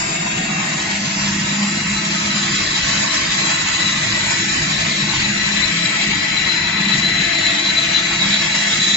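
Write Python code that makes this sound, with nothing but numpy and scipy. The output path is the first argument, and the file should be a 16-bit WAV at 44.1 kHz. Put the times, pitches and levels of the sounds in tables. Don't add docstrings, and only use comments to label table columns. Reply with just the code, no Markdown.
import sys
import numpy as np
from scipy import signal
from scipy.fft import rfft, irfft
from scipy.io import wavfile
from scipy.ndimage import uniform_filter1d

SR = 44100
rng = np.random.default_rng(int(sys.argv[2]) if len(sys.argv) > 2 else 0)


def generate_wav(sig):
    pcm = np.round(np.clip(np.atleast_2d(sig).T, -1, 1) * 32767).astype(np.int16)
    wavfile.write(sys.argv[1], SR, pcm)


N = 395136
TIME = np.arange(N) / SR
WHEELS_HZ = (216.45, 218.45)
LAP_S = .2842

# t/s, share of full speed
SPEED = [(0, .92), (.5, .958), (1, .983), (1.5, .993), (2.4, 1), (9, 1)]
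# t/s, place (<=0 beside the block, 1 above it, >=2 near the blade)
MIC_PLACE = [(0, -0.5), (1, 1.24), (1.8, 0.7), (2.4, 1.07), (5.3, 1.76), (6.9, 3), (9, 8.5)]
# t/s, share hidden
WHEELS_HIDDEN = [(1.85, 0.9), (2.4, 0.32)]
# t/s, machine/dB, hiss/dB
PAN = [(0, 1, 0.49), (3, -2, -0.81), (5, -1, 0.89), (6.2, 0.5, 1.2), (8.96, 1, 1.4)]
# f/Hz, coherence
COHERENCE = [(100, 1), (170, 1), (260, 1), (360, 0.83), (540, -0.72), (850, 0.096), (1400, 0.21),
             (2200, -0.073), (2600, -0.26), (3100, 0.077), (5000, 0.087)]


def singing_band():
    pitch = [(0, 3985), (1.5, 4020), (2.4, 4004), (6.5, 4005), (7.7, 3994), (8.96, 3958)]  # t/s, f/Hz at full speed
    catches = [(1.9, 65), (2.58, 70), (2.77, 65), (3.05, 35), (3.33, 35), (3.91, 85), (4.48, 80),
               (5.87, 25), (6.15, 35), (7.58, 20), (8.16, 85), (8.43, 45), (8.73, 85)]
    flutter = [(4.8, 1.1), (6.2, .38), (7.8, .38), (8.2, 1)]
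    levels = [(0, -39), (1.6, -39), (1.8, -30.5), (3.5, -28.5), (3.95, -27), (4.5, -32), (5.3, -27),
              (6.4, -24), (7.1, -22.8), (7.9, -22), (8.4, -23), (8.9, -23.5)]
    grips = [(.77, .047, 7), (2.333, .036, 5.5), (2.66, .03, 4), (2.76, .025, 3), (2.96, .035, 5),
             (3.12, .07, 2.5), (3.26, .04, -14), (3.52, .1, 3.5), (3.68, .05, -2), (3.85, .06, 4.5),
             (4.79, .04, 5), (4.996, .05, 5.5), (5.64, .04, 6), (5.943, .046, -15), (6.03, .024, 4),
             (6.14, .04, -4), (6.53, .06, 3), (6.99, .045, -4), (7.09, .05, 3), (7.29, .025, -5),
             (7.48, .04, 3), (7.69, .025, 6), (7.77, .02, 4), (7.87, .035, -4), (7.96, .02, 7),
             (8.223, .059, -14), (8.466, .038, -9), (8.72, .034, -12), (8.83, .025, 7), (8.94, .05, 6.5)]
    band_pan = [(0, 7), (1.6, -1.5), (2.8, 12), (4, 6), (5.2, 39.5), (6.5, 11.5), (8.2, 2), (8.7, -7),
                (8.96, 0)]
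    slide_hz, waver_hz, spring_back_share = 47, 11, .18
    echo_s, echo_gain, catch_db_per_hz = .08, .55, .012
    lap, weld = weld_passing()
    drop_hz = sum(drop * bump(s, .028) for s, drop in catches)
    tension = np.interp(lap, [0, spring_back_share, 1], [-.5, .5, -.5])
    hz = follow(pitch)[0] * follow(SPEED)[0] + slide_hz * tension - drop_hz + waver_hz * drift(30)
    direct = tone(cycles(hz), scatter=follow(flutter)[0], per_s=75)
    step = 1 / (echo_s * SR)
    held_hz = hz[0] + signal.lfilter([step], [1, step - 1], hz - hz[0])
    echoes = np.array([tone(cycles(held_hz), scatter=3, per_s=30) for _ in range(2)])
    grip_db = sum(db * bump(s, width_s) for s, width_s, db in grips) + 1.5 * drift(17)
    level_db = follow(levels)[0] + grip_db + weld + catch_db_per_hz * drop_hz
    return unit_rms(direct + echo_gain * echoes) * gain_of(level_db) * pan_gains(follow(band_pan)[0])


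def weld_passing():
    weld_at_s = 1.905
    lap = (TIME - weld_at_s) / LAP_S % 1
    return lap, np.exp(-(np.minimum(lap, 1 - lap) / .03) ** 2)


def running_band():
    roar_levels = [(0, -27), (1.85, -28), (2.5, -24.5), (3.7, -24), (6.1, -23.5), (7.3, -23.5), (8.7, -23),
                   (8.96, -26)]
    hiss_levels = [(0, -26.5), (.45, -30), (1.1, -28.5), (2, -28), (3.1, -26), (4.1, -27.5), (5.7, -27.5),
                   (6.4, -30.5), (8.1, -29), (8.96, -23.5)]
    dropout_depth = [(600, 9.5), (1200, 4.5), (1900, 2), (3200, 5.5)]
    roar_load_db, hiss_load_db = cutting_load()
    roar_pan_db, hiss_pan_db = follow(PAN)
    dropout_db = at_hz(dropout_depth, np.fft.rfftfreq(1024, 1 / SR))
    roar = noise(roar_colour, patchy_db=dropout_db, size=1024, ripple_db=.83, linked=.64)
    roar *= gain_of(follow(roar_levels)[0] + roar_load_db)
    hiss = noise(hiss_colour, patchy_db=3.5, size=1024, ripple_db=2.5, linked=.4)
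    hiss *= gain_of(follow(hiss_levels)[0] + hiss_load_db)
    return roar * pan_gains(roar_pan_db) + hiss * pan_gains(hiss_pan_db)


def cutting_load():
    bites = [(.66, 0.5, 0.5), (1.65, 0.5, -0.5), (2.57, 0.5, 0), (3.15, 4, 5), (3.5, 2, 2),
             (4.32, 2.3, 2.5), (5.21, 2.5, 2), (5.64, 0.5, -4), (6.12, 2.5, -3.5), (6.98, 0, 6),
             (7.5, 3.5, 0.5), (8.7, -2, -2)]
    feed_db, feed_period_s, feed_crest_s, flutter_db = .48, .442, .335, .78
    bite_s, slack_after_s, slack_s, slack_share = .018, .14, .012, .35
    load_db = feed_db * np.cos(2 * np.pi * (TIME - feed_crest_s) / feed_period_s) + flutter_db * drift(25)
    for s, *change_db in bites:
        bite = bump(s, bite_s) - slack_share * bump(s + slack_after_s, slack_s)
        load_db = load_db + np.outer(change_db, bite)
    return load_db


def roar_colour(t, hz):
    side = [(400, -12.5), (530, -11.5), (680, -8.5), (780, -7.5), (1000, -2.5), (1300, -10), (1650, -7.5),
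            (2000, -3), (2450, -3.5), (2700, -1), (3050, -14.5), (3600, -7.5), (4400, -13.5), (5500, -33.5)]
    above = [(400, -23.5), (530, -9.5), (680, -6.5), (780, -11), (1000, -3.5), (1300, -8), (1650, -3.5),
             (2000, -2), (2450, -3.5), (2700, -6.5), (3050, -5.5), (3600, -8), (4400, -7), (5500, -34.5)]
    near = [(400, -27.5), (530, -20.5), (680, -16.5), (780, -17.5), (1000, -16.5), (1300, -16.5),
            (1650, -11.5), (2000, -6), (2450, -8), (2700, -10), (3050, -13), (3600, -13), (4400, -13.5),
            (5500, -43)]
    covers = [(962, 17, 8.5), (1853, 27, 1.5), (3280, 68, 2.5)]
    comb_top_hz = 3050
    place = np.clip(follow(MIC_PLACE, t)[0], 0, 2)
    broad_db = sum(np.maximum(1 - abs(place - k), 0) * at_hz(spectrum, hz)
                   for k, spectrum in enumerate([side, above, near]))
    wheel_hz = np.mean(WHEELS_HZ) * follow(SPEED, t)[0]
    depth_db = 3.3 * (1 - .5 * follow(WHEELS_HIDDEN, t)[0])
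    comb_db = depth_db * np.cos(2 * np.pi * hz / wheel_hz) / (1 + (hz / comb_top_hz) ** 16)
    covers_db = sum(db * np.exp(-((hz - mode_hz) / width_hz) ** 2) for mode_hz, width_hz, db in covers)
    return broad_db + comb_db + covers_db


def hiss_colour(t, hz):
    spectrum = [(3300, -30), (4000, -21), (4430, -5), (4570, -0.5), (4800, -1), (5300, -1), (6000, -2.5),
                (6600, -1.5), (7100, 3), (7550, 2), (7900, -65.5)]
    shade = [(4000, -0.5), (5300, -5.5), (6500, -3.5), (7400, 3)]  # f/Hz, change beside the block/dB
    beside = 1 - np.clip(follow(MIC_PLACE, t)[0], 0, 1)
    return at_hz(spectrum, hz) + beside * at_hz(shade, hz)


def wheels():
    orders = [(3, -49.5, -51.5, 2.5), (4, -48.5, -50, -4), (5, -45, -44, -16), (6, -48.5, -46, 3.5),
              (7, -46.5, -50, 1), (8, -39, -43, -1.5), (9, -35, -46, -2.5), (10, -37, -43, -6.5),
              (11, -37, -38.5, -5.5), (12, -41, -43, -1.5), (13, -46, -40.5, 3.5), (15, -40, -44, -12)]
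    speed, hidden = follow(SPEED)[0], follow(WHEELS_HIDDEN)[0]
    lap_pull = .0019 * np.sin(2 * np.pi * TIME / LAP_S)
    out = np.zeros((2, N))
    for k, hz in enumerate(WHEELS_HZ):
        turns = cycles(hz * speed * (1 + lap_pull + .001023 * drift(3.056)))
        for harmonic, *levels_db, hidden_db in orders:
            pair = [tone(harmonic * turns, scatter=2.2, per_s=5.5) for _ in range(2)]
            out += gain_of(levels_db[k] + hidden_db * hidden) * pair
    return out * pan_gains(follow(PAN)[0])


def guide_rasp():
    modes = [(1703, 16, -6.5), (1820, 35, -7), (1974, 45, 2), (2614, 28, -4)]  # f/Hz, half width/Hz, level/dB
    levels = [(0, -55.5), (1.9, -38.5), (2.6, -36.5), (4.1, -31), (4.9, -37.5), (6.15, -36.5), (6.8, -30),
              (8.96, -37.5)]

    def colour(t, hz):
        power = sum(gain_of(db) ** 2 / (1 + ((hz - mode_hz) / width_hz) ** 2) ** 2
                    for mode_hz, width_hz, db in modes)
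        return 10 * np.log10(power)

    buzz = 1 + .59 * np.cos(2 * np.pi * cycles(WHEELS_HZ[0] * follow(SPEED)[0]))
    ring = noise(colour, patchy_db=3.3, size=2048, linked=.59)
    return ring * buzz * gain_of(follow(levels)[0]) * pan_gains(follow(PAN)[0])


def scraping():
    levels = [(0, -47), (1.9, -44), (2.6, -38.5), (4.5, -38), (6.6, -41.5), (7.7, -30), (8.96, -45.5)]
    bursts = [(1.5, .05, -33), (2.585, .03, -31), (2.752, .023, -32), (3.32, .025, -31), (7.968, .028, -27),
              (8.225, .03, -22.5), (8.34, .03, -23.5), (8.725, .025, -24), (8.837, .04, -26),
              (8.93, .05, -24)]
    spectrum = [(2900, -46.5), (3150, -6.5), (3400, -5.5), (3650, 1.5), (3760, -2), (3900, 6), (4020, -6),
                (4200, -49)]
    uneven_db, weld_db = 4, 4
    rub_db = uneven_db * np.minimum(drift(14), 1) + weld_db * weld_passing()[1]
    gain = gain_of(follow(levels)[0] + rub_db) + swells(bursts)
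    return gain * noise(lambda t, hz: at_hz(spectrum, hz), patchy_db=5.5, size=1024)


def band_ringing():
    modes = [(1875, -42), (2010, -41), (2170, -41.5), (2610, -42), (2790, -46)]  # f/Hz, level/dB
    surge_db = 7
    out = np.zeros((2, N))
    for hz, db in modes:
        surge = unit_rms(gain_of(surge_db * np.minimum(drift(9), 1.5)))
        turns = cycles(hz * (1 + .008 * drift(4)))
        out += gain_of(db) * surge * [tone(turns, scatter=1.5, per_s=12) for _ in range(2)]
    return out * pan_gains(follow(PAN)[0])


def ring_ups():
    rings = [(.55, .25, 1865, 28, -35), (.665, .028, 1875, 24, -26.5), (.89, .05, 1872, 18, -28.5),
             (.4, .4, 2205, 40, -37.5), (.5, .25, 2708, 16, -37), (1.7, .4, 1885, 45, -35.5),
             (1.75, .35, 2160, 24, -35), (1.8, .35, 2595, 16, -35.5), (2.9, .6, 2612, 14, -35.5),
             (2.303, .24, 1265, 40, -35), (4.16, .26, 105, 10, -36), (4.596, .11, 103, 14, -37.5),
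             (5.142, .11, 135, 8.7, -31.5), (6.11, .07, 1936, 45, -27), (7.395, .39, 2090, 28, -28.5)]
    out, hz = np.zeros((2, N)), np.fft.rfftfreq(N, 1 / SR)
    for s, sigma_s, mode_hz, sigma_hz, db in rings:
        resonance = np.exp(-((hz - mode_hz) / sigma_hz) ** 2 / 2)
        left, other = irfft(rfft(rng.standard_normal((2, N))) * resonance, N)
        same = at_hz(COHERENCE, mode_hz)
        pair = unit_rms(np.array([left, same * left + np.sqrt(1 - same ** 2) * other]))
        out += gain_of(db) * np.exp(-((TIME - s) / sigma_s) ** 2 / 2) * pair
    return out


def blade_guard():
    levels = [(0, -40), (1, -42.5), (1.5, -57), (6.2, -55), (7.5, -35.5), (8, -43.5), (8.96, -53)]  # t/s, level/dB
    spectrum = [(520, -53), (630, -11.5), (665, 5.5), (700, -4), (740, -19.5), (900, -41.5)]  # f/Hz, level/dB
    return noise(lambda t, hz: at_hz(spectrum, hz), patchy_db=4, size=4096) * gain_of(follow(levels)[0])


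def motor():
    pitch = [(0, 201), (1, 200.5), (1.6, 202.4), (2.4, 204), (3.8, 202.5), (4.8, 204.4), (7.2, 204.2),
             (8, 202.8)]
    levels = [(0, -40), (.8, -39), (.95, -30.5), (1.5, -29.5), (1.85, -31), (2.2, -29), (2.55, -30),
              (2.68, -41), (4.9, -41), (5.1, -37), (7, -37.5), (8.96, -40)]
    throbs = [(.97, .04, -36), (1.3, .055, -25), (1.41, .04, -31), (1.62, .055, -25), (1.74, .035, -29),
              (1.93, .04, -33), (2.15, .04, -33), (2.99, .07, -32), (3.4, .06, -33), (3.9, .05, -35),
              (4.13, .07, -33), (4.45, .06, -33.5), (5.03, .07, -31), (5.32, .08, -32), (5.54, .06, -28.5),
              (6.1, .05, -30), (6.8, .045, -32.5), (6.94, .045, -32.5), (8.32, .06, -32.5),
              (8.68, .06, -34), (8.93, .05, -33)]
    gain = gain_of(follow(levels)[0]) + swells(throbs)
    return gain * tone(cycles(follow(pitch)[0]), scatter=.12, per_s=6)


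def start_whine():
    partials = [(791, -1), (2815, 3.5)]
    levels = [(0, -54), (.25, -43), (.42, -39), (1.05, -41.5), (1.3, -51), (2, -65)]  # t/s, level/dB
    speed = follow(SPEED)[0]
    whine = sum(gain_of(db) * tone(cycles(hz * speed), scatter=.58, per_s=13) for hz, db in partials)
    return gain_of(follow(levels)[0]) * whine


def frame():
    drone = [(170, -30), (235, -2.5), (275, 2), (335, 6), (385, -6), (460, -16), (600, -18), (900, -73.5)]  # f/Hz, level/dB
    frame_tones = [(102, -49.5), (145, -46), (170, -41), (296, -45.5), (334, -44), (398, -52.5)]  # f/Hz, level/dB
    shake_db = shaking(TIME)
    rumble = noise(rumble_colour, patchy_db=-.5, size=4096) * gain_of(-33 + shake_db + 1.2 * drift(6.1))
    shade_db = 1.5 * (.5 - np.clip(follow(MIC_PLACE)[0], 0, 1))
    cabinet = noise(lambda t, hz: at_hz(drone, hz), patchy_db=7.5, size=4096)
    cabinet *= gain_of(-38 + .1 * shake_db - shade_db)
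    tones = sum(gain_of(db) * tone(hz * TIME, scatter=.73, per_s=3) for hz, db in frame_tones)
    return rumble + cabinet + tones


def rumble_colour(t, hz):
    spectrum = [(20, -30.5), (44, -10.5), (60, -17.5), (85, -10), (120, -5.5), (155, 2.5), (190, 1),
                (225, -2), (280, -19), (400, -43), (700, -80.5)]
    bass = [(0, -9), (.85, 0.5), (1.5, -3), (2.4, 4), (3.3, 0.5), (4.2, 5), (5.7, 2), (8.96, 0.5)]  # t/s, bass shelf/dB
    wander_db, shelf_hz = 7, 115
    bass_db = follow(bass, t)[0] - .8 * shaking(t) + wander_db * np.interp(t, TIME, drift(7))
    return at_hz(spectrum, hz) + bass_db / (1 + (hz / shelf_hz) ** 8)


def shaking(t):
    shakes = [(0.329, .45, 5.5), (1.024, 0.94, 5), (2.195, 0.36, 3), (4.467, 1, 3.5), (6.736, .52, 3),
              (8.206, 0.2, 3.5)]
    edge_s = .073
    return sum(db * np.clip(np.minimum(t - s, s + length_s - t) / edge_s + .5, 0, 1)
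               for s, length_s, db in shakes)


def tone(turns, scatter, per_s):
    paths = (1 + scatter * (drift(per_s) + 1j * drift(per_s))) / np.sqrt(1 + 2 * scatter ** 2)
    return np.sqrt(2) * (paths * np.exp(2j * np.pi * turns)).real


def noise(colour_db, patchy_db, size, ripple_db=0, linked=0):
    facing = [(250, -0.65), (380, 1.5), (550, -2), (950, -0.5), (1500, 5.5), (2700, 4), (4000, -0.5),
              (4800, 1), (7500, -1.5)]
    hop = size // 4
    t, hz = np.arange(N // hop + 5)[:, None] * hop / SR, np.fft.rfftfreq(size, 1 / SR)
    a, b, c, d, patches = rng.standard_normal((5, len(t), len(hz)))
    left, independent = a + 1j * b, c + 1j * d
    patches = np.minimum(blur(patches, frames=10, bins=4), .5)
    phase = np.arctan2(ripple(size), ripple(size))
    other = linked * left * np.exp(1j * phase) + np.sqrt(1 - linked ** 2) * independent
    same = mic_coherence(t, hz)
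    right = same * left + np.sqrt(1 - abs(same) ** 2) * other
    shape = gain_of(colour_db(t, hz))
    shape /= np.linalg.norm(shape, axis=-1, keepdims=True)
    spectra = np.array([left, right]) * pan_gains(at_hz(facing, hz))[:, None]
    spectra *= shape * gain_of(patchy_db * patches + ripple_db * ripple(size))
    pair = signal.istft(spectra.swapaxes(1, 2), nperseg=size, noverlap=size - hop)[1][:, :N]
    return pair / pair.mean(0).std()


def mic_coherence(t, hz):
    arrivals = [(.0006, .08, .22), (-.000475, .2, .06)]
    mic_turn = [(5.1, 0), (5.8, 1)]  # t/s, share of the turn from one end to the other
    diffuse, turn = at_hz(COHERENCE, hz), follow(mic_turn, t)[0]
    direct = sum((first + (near - first) * turn) * np.exp(-2j * np.pi * hz * delay_s)
                 for delay_s, first, near in arrivals)
    return diffuse + (1 - diffuse ** 2) * direct


def ripple(size):
    return blur(rng.standard_normal((N // (size // 4) + 5, size // 2 + 1)), frames=60, bins=3)


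def blur(field, frames, bins):
    return unit_rms(uniform_filter1d(uniform_filter1d(field, frames, axis=0), bins, axis=1))


def drift(per_s):
    rate_hz = 200
    hz = np.fft.rfftfreq(2048, 1 / rate_hz)
    slow = irfft(rfft(rng.standard_normal(2048)) / (1 + (hz / per_s) ** 4))
    return unit_rms(np.interp(TIME, np.arange(len(slow)) / rate_hz, slow))


def bump(s, width_s):
    return np.exp(-((TIME - s) / width_s) ** 2)


def swells(rows):
    return sum(gain_of(db) * bump(s, width_s) for s, width_s, db in rows)


def follow(rows, t=TIME):
    s, *columns = np.transpose(rows)
    return [np.interp(t, s, column) for column in columns]


def at_hz(rows, hz):
    knots_hz, values = np.transpose(rows)
    return np.interp(np.log(hz + 1), np.log(knots_hz + 1), values)


def cycles(hz):
    return np.cumsum(hz) / SR


def pan_gains(left_over_right_db):
    pair = gain_of(np.array([left_over_right_db, -left_over_right_db]) / 2)
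    return pair / np.sqrt(np.mean(pair ** 2, axis=0))


def gain_of(db):
    return 10 ** (np.asarray(db) / 20)


def unit_rms(x):
    return x / np.sqrt(np.mean(x ** 2) + 1e-20)


def scene():
    return (frame() + motor() + running_band() + blade_guard() + guide_rasp() + scraping()
            + wheels() + start_whine() + ring_ups() + band_ringing() + singing_band())


def record(dry):
    edge_hz = 7570
    taps = signal.firwin(1023, edge_hz, window=("kaiser", 9), fs=SR)
    return signal.oaconvolve(dry, taps[None], "same")


dry = scene()
out = record(dry)
generate_wav(out)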